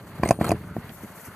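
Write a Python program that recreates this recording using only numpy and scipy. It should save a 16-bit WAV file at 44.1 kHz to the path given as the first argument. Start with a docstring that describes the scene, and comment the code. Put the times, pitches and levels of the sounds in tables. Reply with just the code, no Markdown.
"""Steel latch on a trailer door

Outdoors, close to a small two-port microphone, latch hardware on a trailer's rear door is knocked about.
Dull knocks ring low modes of the door and latch; clinks are short bursts of bright noise with a tone.
Dragging steel is a dense run of random clicks, and sparser clicks keep the door shuddering.
Filtered noise under it all makes the yard, the rustling jacket and a little wind.
"""
import sys
import numpy as np
from scipy import signal
from scipy.fft import rfft, irfft
from scipy.io import wavfile

SR = 44100
rng = np.random.default_rng(int(sys.argv[2]) if len(sys.argv) > 2 else 0)


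def digitize_waveform(pressure):
    """Quantize a signal to 16-bit integers and store it at the path in sys.argv[1].

    Rows of a 2-D input are taken as channels; values are limited to [-1, 1].
    """
    field = np.atleast_2d(pressure).T
    bounded = np.clip(field, -1, 1)
    quanta = np.round(bounded * 32767).astype(np.int16)
    wavfile.write(sys.argv[1], SR, quanta)


def linear_from_db(decibels):
    """Turn decibels (scalar or array-like) into linear amplitude factors; 0 gives 1."""
    return 10 ** (np.asarray(decibels, float) / 20)


N = 59535
T = np.arange(N) / SR  # time of every sample [s]
HZ = np.maximum(np.fft.rfftfreq(N, 1 / SR), 1)  # frequency grid [Hz]

# In all tables, t60 is the time a ringing takes to fall by 60 dB.


def rms_one(x):
    """Scale to an average strength (rms) of 1."""
    return x / np.sqrt(np.mean(x ** 2) + 1e-20)


def level(curve):
    """Turn a table of times and levels into a gain for every sample."""
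    return linear_from_db(np.interp(T, *np.transpose(curve)))


def at_hz(points, hz):
    """Read a table between its rows, on a log-frequency axis."""
    points = np.array(points)
    return np.interp(np.log(hz), np.log(points[:, 0]), points[:, 1])


def colour(x, spectrum):
    """Filter a sound by a spectrum table and scale it to rms 1."""
    return rms_one(irfft(rfft(x) * linear_from_db(at_hz(spectrum, HZ)), N))


def drift(corner_hz):
    """Slow random wandering of rms about 1: noise through two equal low-pass poles."""
    every = 40  # samples from one slow value to the next
    settle = 2000  # slow values thrown away while the filter settles
    r = np.exp(-2 * np.pi * corner_hz * every / SR)
    noise = rng.standard_normal(N // every + settle + 2)
    slow = rms_one(signal.lfilter([1], [1, -2 * r, r * r], noise)[settle:])
    return np.interp(np.arange(N) / every, np.arange(len(slow)), slow)


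def fading(clicks, t60):
    """Each click starts a smooth exponential fade."""
    return signal.lfilter([1], [1, -linear_from_db(-60 / (t60 * SR))], clicks)


def ring(clicks, hz, t60):
    """A resonator: each unit click starts a dying sine of starting height 1."""
    r, w = linear_from_db(-60 / (t60 * SR)), 2 * np.pi * hz / SR
    return signal.lfilter([0, np.sin(w)], [1, -2 * r * np.cos(w), r * r], clicks + 1e-18)


def clicks_at(s, db):
    """Single-sample clicks at the given times and levels."""
    out = np.zeros(N)
    out[(np.atleast_1d(s) * SR).astype(int)] = linear_from_db(db)
    return out


def strike(s, db, modes):
    """Each blow sets all modes ringing, each mode with its own random strength."""
    strength_db = 0.8 * rng.standard_normal((len(s), len(modes)))
    out = np.zeros(N)
    for k, (hz, mode_db, t60) in enumerate(modes):
        out = out + ring(clicks_at(s, db + mode_db + strength_db[:, k]), hz, t60)
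    return out


def grains(rate, spread_db):
    """Random clicks of either sign and uneven size, about rate of them per second."""
    happens = rng.random(N) < rate / SR
    sign = rng.choice([-1, 1], N)
    size = linear_from_db(spread_db * np.minimum(rng.exponential(1, N), 5))
    return happens * sign * size


def soften(x, hz):
    """A soft contact dulls a blow: two equal one-pole low-passes."""
    r = np.exp(-2 * np.pi * hz / SR)
    return signal.lfilter([(1 - r) ** 2], [1, -2 * r, r * r], x)


# how the two microphone ports differ: (frequency [Hz], left minus right [dB], left leads by [rad],
# likeness of diffuse sound in the two ports [0 to 1])
PORT_TABLE = [(100, 0, .09, .99), (700, 0, .02, .999), (1200, 0, 0, .99), (2000, -1.5, -.1, .88),
              (2600, -2, .2, .4), (3100, -1.5, 1.5, .4), (3900, -1.5, 2.6, .35), (4450, -6, 2.4, .1),
              (4900, -12, -1, .2), (5500, -11, -.5, .3), (6500, -1, -.2, .65), (7300, 4, -1.5, .5),
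              (9500, 5, -1.1, .35), (11000, 10, -.7, .27), (12200, 17, -1.8, .1), (13000, 13, -3.1, .2),
              (14500, 9, -3, .2)]


def port(column):
    """One column of the port table, read on the frequency grid."""
    return at_hz(np.array(PORT_TABLE)[:, [0, column]], HZ)


def wind():
    """A little wind: lumpy low noise, made separately for each port."""
    sides = []
    for _ in "LR":
        low_noise = rms_one(soften(rng.standard_normal(N), 88))
        sides.append(linear_from_db(1.2 * drift(11.0)) * low_noise)
    return linear_from_db(-56) * np.array(sides)


# yard noise before its random drift: (time [s], level [dB])
YARD_LEVEL = [(0, -42), (.02, -53), (.11, -50.5), (.17, -45.5), (.22, -45.5), (.36, -62.5), (.55, -45.5),
              (.7, -50), (.87, -46), (.94, -48.5), (1.15, -48), (1.23, -48), (1.3, -46.5), (1.35, -46.5)]
# tone colour of the yard: (frequency [Hz], relative level per Hz [dB])
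YARD_SPECTRUM = [(120, -3.5), (200, 0), (307, -6.5), (708, -4), (1120, -4), (1360, -6.5), (2170, -9.5),
                 (2350, -13.5), (3750, -20.5), (4500, -18), (5850, -39), (9900, -120)]


def yard():
    """The yard's background: filtered noise that swells and sinks."""
    return level(YARD_LEVEL) * linear_from_db(1.65 * drift(34)) * colour(rng.standard_normal(N), YARD_SPECTRUM)


# rubbing cloth before its random drift: (time [s], level [dB])
RUB_LEVEL = [(.55, -91), (.65, -54.5), (.87, -55), (.92, -73), (1.2, -60.5), (1.29, -48.5), (1.35, -48)]


def cloth_rub():
    """A rub of cloth: noise narrowed to a band near 1450 Hz by two resonators in a row."""
    noise = rng.standard_normal(N)
    for t60 in (1.7 / 240, 1.5 / 240):
        noise = ring(noise, 1450, t60)
    return level(RUB_LEVEL) * linear_from_db(2.6 * drift(17)) * rms_one(noise)


# jacket rustle before its random drift: (time [s], level [dB])
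RUSTLE_LEVEL = [(0, -58.5), (.18, -57), (.36, -60), (.6, -58.5), (.72, -61), (.85, -55), (.95, -51),
                (1.07, -51.5), (1.13, -54), (1.19, -47.5), (1.24, -51), (1.29, -55.5), (1.35, -57)]
# tone colour of the rustle: (frequency [Hz], relative level per Hz [dB])
RUSTLE_SPECTRUM = [(1760, -46), (3000, -37), (3870, -16), (5350, -6.5), (5880, 0), (9110, 1), (12900, 7),
                   (14350, 5.5), (14550, -60)]


def jacket_rustle():
    """Jacket cloth rustles: bright filtered noise with a wandering level."""
    return level(RUSTLE_LEVEL) * linear_from_db(2.3 * drift(20)) * colour(rng.standard_normal(N), RUSTLE_SPECTRUM)


# tone colour of the sleeve swish: (frequency [Hz], relative level per Hz [dB])
SWISH_SPECTRUM = [(1760, -1), (3000, -7), (3940, -39), (4730, -8), (5200, -12), (5680, -10.5), (13000, -2),
                  (14350, -15), (14600, -70)]


def sleeve_swish():
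    """One brisk swish of the sleeve: noise that swells and fades as a bell curve."""
    centre_s, half_s = 1.263, 0.023  # half_s: from the peak down to 1/e
    swell = np.exp(-((T - centre_s) / half_s) ** 2)
    return linear_from_db(-43) * swell * colour(rng.standard_normal(N), SWISH_SPECTRUM)


def background():
    """Yard and cloth sounds; two separate draws, mixed as mid and side, make the ports partly unlike."""
    def one():
        """One draw of all the background sounds."""
        return yard() + cloth_rub() + jacket_rustle() + sleeve_swish()

    likeness = port(3)
    mid = rfft(one()) * np.sqrt((1 + likeness) / 2)
    side = rfft(one()) * np.sqrt((1 - likeness) / 2)
    return irfft(np.array([mid + side, mid - side]), N)


# the door shuddering: (time [s], level [dB])
RUMBLE_LEVEL = [(0, -41.5), (.1, -42.5), (.17, -39), (.215, -36), (.26, -19), (.3, -32), (.33, -29.5),
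                (.37, -36), (.4, -25.5), (.44, -31), (.49, -28.5), (.53, -20), (.58, -36.5), (.75, -36.5),
                (.9, -41), (1.0, -44.5), (1.08, -43.5), (1.15, -53), (1.24, -48.5), (1.29, -40),
                (1.35, -49)]
# tone colour of the shudder: (frequency [Hz], relative level per Hz [dB])
RUMBLE_SPECTRUM = [(15, -38), (25, 2), (81, 2.5), (105, -2), (181, -5.5), (367, -17.5), (425, -13),
                   (479, -33), (600, -17.5), (780, -87)]


def rumble():
    """Small uneven jolts, about 400 per second, keep the door panel shuddering."""
    return level(RUMBLE_LEVEL) * colour(grains(400, spread_db=2.0), RUMBLE_SPECTRUM)


# soft bumps of the door, before softening: (time [s], panel level [dB], bracket level [dB])
JOLT_TIMES = [(.399, -39, -28), (0.475, -22, -40), (0.544, -43, -25.5), (0.61, -20.5, -33.5),
              (0.646, -17.5, -64), (0.669, -19.5, -53), (0.696, -20, -44), (0.708, -23, -54),
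              (0.755, -19.5, -49), (0.782, -13, -31), (0.804, -28, -56), (0.843, -19.5, -54),
              (1.031, -24, -47), (1.035, -51, -26.5), (1.045, -36, -28.5), (1.102, -26.5, -45),
              (1.282, -29, -63)]
# ringing of the door panel, also used by knocks(): (frequency [Hz], relative level [dB], t60 [s])
PANEL_RINGING = [(101, -13, 0.07), (168, -5, 0.036)]
# ringing of the bracket, also used by knocks(): (frequency [Hz], relative level [dB], t60 [s])
BRACKET_RINGING = [(228, -1, 0.05), (325, 1, 0.035), (428, -4, 0.035)]


def jolts():
    """Soft bumps that reach only the low modes of panel and bracket."""
    s, panel_db, bracket_db = np.transpose(JOLT_TIMES)
    bumps = strike(s, panel_db, PANEL_RINGING) + strike(s, bracket_db, BRACKET_RINGING)
    return soften(bumps, 333)


def scatter(x):
    """Nearby surfaces scatter mostly treble: short noisy echoes, opposite in the two ports."""
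    tail_t60 = 0.016  # s
    tail = rng.standard_normal(N) * linear_from_db(-60 * T / tail_t60)
    tail = tail / np.sqrt(np.sum(tail ** 2))
    # the less alike the ports are at a frequency, the more is scattered
    side = irfft(rfft(x * drift(62)) * rfft(tail) * np.sqrt(1 - port(3)), N)
    return linear_from_db(-5) * side * [[1], [-1]]


# a small free part singing: (time struck [s], starting level [dB], time touched [s])
SING_TIMES = [(.2765, -41, 0.48), (.457, -47, 0.66)]


def sing():
    """A small free part gives a thin pure ring until a touch quickly damps it."""
    hz, t60, touch_s = 9362, 0.46, 0.008  # touch_s: fall to 1/e after the touch
    out = np.zeros(N)
    for struck, db, touched in SING_TIMES:
        damping = np.exp(-np.maximum(T - touched, 0) / touch_s)
        out = out + ring(clicks_at(struck, db), hz, t60) * damping
    return out


# steel dragging on steel, before its random drift: (time [s], level [dB])
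DRAG_LEVEL = [(.22, -53), (.236, -30), (.247, -37), (.256, -34), (.268, -34), (.282, -34.5), (.30, -36),
              (.325, -40.5), (.35, -45.5), (.385, -49), (.40, -39.5), (.42, -33), (.44, -40.5),
              (.447, -28.5), (.46, -34), (.485, -35.5), (.51, -35), (.53, -41.5), (.57, -75)]
# tone colour of the dragging: (frequency [Hz], relative level per Hz [dB])
DRAG_SPECTRUM = [(180, -74), (300, -3.5), (1110, -10.5), (2300, -23.5), (3400, -26), (4250, -22.5),
                 (5350, -42), (8190, -28), (9490, -33), (13200, -27), (14400, -39), (14700, -80)]


def drag():
    """Sliding steel is gritty: about 7300 random clicks per second, filtered, with a wandering level."""
    grit = colour(grains(7300, spread_db=4.0), DRAG_SPECTRUM)
    return level(DRAG_LEVEL) * linear_from_db(3.4 * drift(43)) * grit


# clinks, bursts before softening: (time [s], burst level [dB], tone level [dB], tone frequency [Hz])
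CLINK_TIMES = [(0.2347, -34, -29, 4700), (0.253, -59, -50, 6200), (0.275, -33.5, -31, 2220),
               (0.2891, -23, -21, 6050), (0.3082, -17, -20, 9550), (.4120, -40, -35, 11470),
               (0.4443, -28.5, -24.5, 9000), (0.4915, -29.5, -23.5, 6500), (0.507, -35, -19.5, 2500),
               (0.517, -27, -26, 4800)]
# tone colour of the bursts: (frequency [Hz], relative level per Hz [dB])
CLINK_SPECTRUM = [(1470, 1), (2500, 11.5), (3390, -15), (4820, 6), (5450, -3), (6390, 2.5), (8550, 0),
                  (9660, 3), (13300, -3.5), (14400, -12), (15500, -38)]
# loose steel parts set ringing: (time [s], starting level [dB], frequency [Hz], t60 [s])
LOOSE_RINGS = [(.2548, -36, 8370, 0.069), (.2560, -28, 2110, 0.037), (.312, -47, 5060, 0.038),
               (.4440, -23, 1298, 0.039), (0.459, -47, 4260, 0.056), (0.8938, -31, 3240, 0.0026)]


def clinks():
    """Steel on steel: a dying burst of bright noise with one short tone; loose parts also ring."""
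    burst_t60, tone_t60, rise_s = 0.021, 0.01, 0.000049
    s, burst_db = np.transpose(CLINK_TIMES)[:2]
    burst = soften(fading(clicks_at(s, burst_db), burst_t60), 1 / (2 * np.pi * rise_s))
    out = burst * colour(rng.standard_normal(N), CLINK_SPECTRUM)
    for start, _, tone_db, hz in CLINK_TIMES:
        out = out + ring(clicks_at(start, tone_db), hz, tone_t60)
    for start, db, hz, t60 in LOOSE_RINGS:
        out = out + ring(clicks_at(start, db), hz, t60)
    return out


# blows into the door, before softening: (time [s], door panel level [dB], bracket level [dB],
# bar level [dB], hard edge level [dB])
KNOCK_TIMES = [(0.197, -13, -48, -37.5, -67), (0.2332, -16, -18.5, -10.5, -21.5),
               (0.2589, -24, -35, -16.5, -37), (0.2752, -29, -46, -26, -39), (0.2921, -15, -23.5, -22, -52),
               (0.3080, -11.5, -19, -3, -19.5), (0.3095, -31, -46, -10, -32.5),
               (0.389, -30, -28.5, -28, -63), (0.4106, -38, -20.5, -23, -46),
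               (0.412, -24, -13.5, -13.5, -27), (0.4182, -37, -26, -56, -40.5),
               (0.4433, -28, -30, -25.5, -42), (0.4476, -26, -45, -33, -35.5), (0.4945, -37, -23, -16, -59),
               (.5060, -21, -27, -25, -30.5), (0.5171, -18.5, -18.5, -8.5, -31.5),
               (0.5201, -34, -24.5, -15, -40.5), (0.5358, -41, -25, -33, -55),
               (0.7658, -32, -24.5, -20.5, -44.5), (.9020, -45, -41, -41, -50)]
# ringing of the bar: (frequency [Hz], relative level [dB], t60 [s])
BAR_RINGING = [(612, -2, 0.022), (705, 3, 0.024), (805, -7, 0.016)]
# ringing set off by the hard edge: (frequency [Hz], relative level [dB], t60 [s])
EDGE_RINGING = [(1062, 4, 0.027), (1570, -5, 0.03), (1813, 0, 0.018), (2100, -9.5, 0.013),
                (2355, -4, 0.014), (2500, -12, 0.0064), (2810, -22, 0.004)]


def knocks():
    """Dull, softened blows ring panel, bracket and bar; a hard edge chatters and rings higher modes."""
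    low_lead_s = 0.00047  # low modes start slightly early, because softening and the low cut delay them
    contact_hz = 920
    s, panel_db, bracket_db, bar_db, edge_db = np.transpose(KNOCK_TIMES)
    dull = strike(s - low_lead_s, panel_db, PANEL_RINGING)
    dull = dull + strike(s - low_lead_s / 2, bracket_db, BRACKET_RINGING)
    dull = dull + strike(s, bar_db, BAR_RINGING)
    out = soften(soften(dull, contact_hz), 1.66 * contact_hz)
    # the edge does not land cleanly: small random clicks die away after the first one
    landing = clicks_at(s, edge_db)
    chatter = 0.15 * fading(landing, 0.012) * rms_one(grains(3500, spread_db=1.5))
    edge = landing + linear_from_db(-0.5) * chatter
    for k, (hz, db, t60) in enumerate(EDGE_RINGING):
        out = out + (-1) ** k * linear_from_db(db) * ring(edge, hz, t60)  # neighbours start in opposite directions
    return out


# echoes from the ground and the door: (delay [s], level [dB])
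NEAR_ECHOES = [(.006, -31), (0.009, -18.5), (0.018, -24)]


def scene():
    """Latch sounds with a few near echoes, over the door's shudder and the background."""
    direct = knocks() + clinks() + drag()
    latch = direct + sum(linear_from_db(db) * np.roll(direct, int(s * SR)) for s, db in NEAR_ECHOES)
    return latch + scatter(latch) + sing() + jolts() + rumble() + background() + wind()


def ports(x):
    """The two ports hear each frequency with unequal level and timing, at the same total power."""
    left = linear_from_db(port(1) / 2) * np.exp(0.5j * port(2))  # half the difference goes to each side
    right = 1 / left
    power = (abs(left) ** 2 + abs(right) ** 2) / 2
    return irfft(rfft(x) * np.array([left, right]) / np.sqrt(power), N)


def low_pass(x):
    """Removes everything above the highest recorded frequency."""
    return signal.sosfilt(signal.butter(12, 15670, fs=SR, output="sos"), x)


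def record(dry):
    """Port differences, low cut, high cut and an input stage that gently rounds the peaks."""
    low_cut = signal.butter(3, 95.8, "high", fs=SR, output="sos")
    high_cut = signal.butter(10, 15200, fs=SR, output="sos")
    x = signal.sosfilt(low_cut, ports(dry))
    x = signal.sosfilt(high_cut, x)
    ceiling = 1.05  # height the rounded peaks approach
    x = ceiling * np.tanh(x / ceiling)
    return low_pass(x)


dry = scene()
out = record(dry)
digitize_waveform(out)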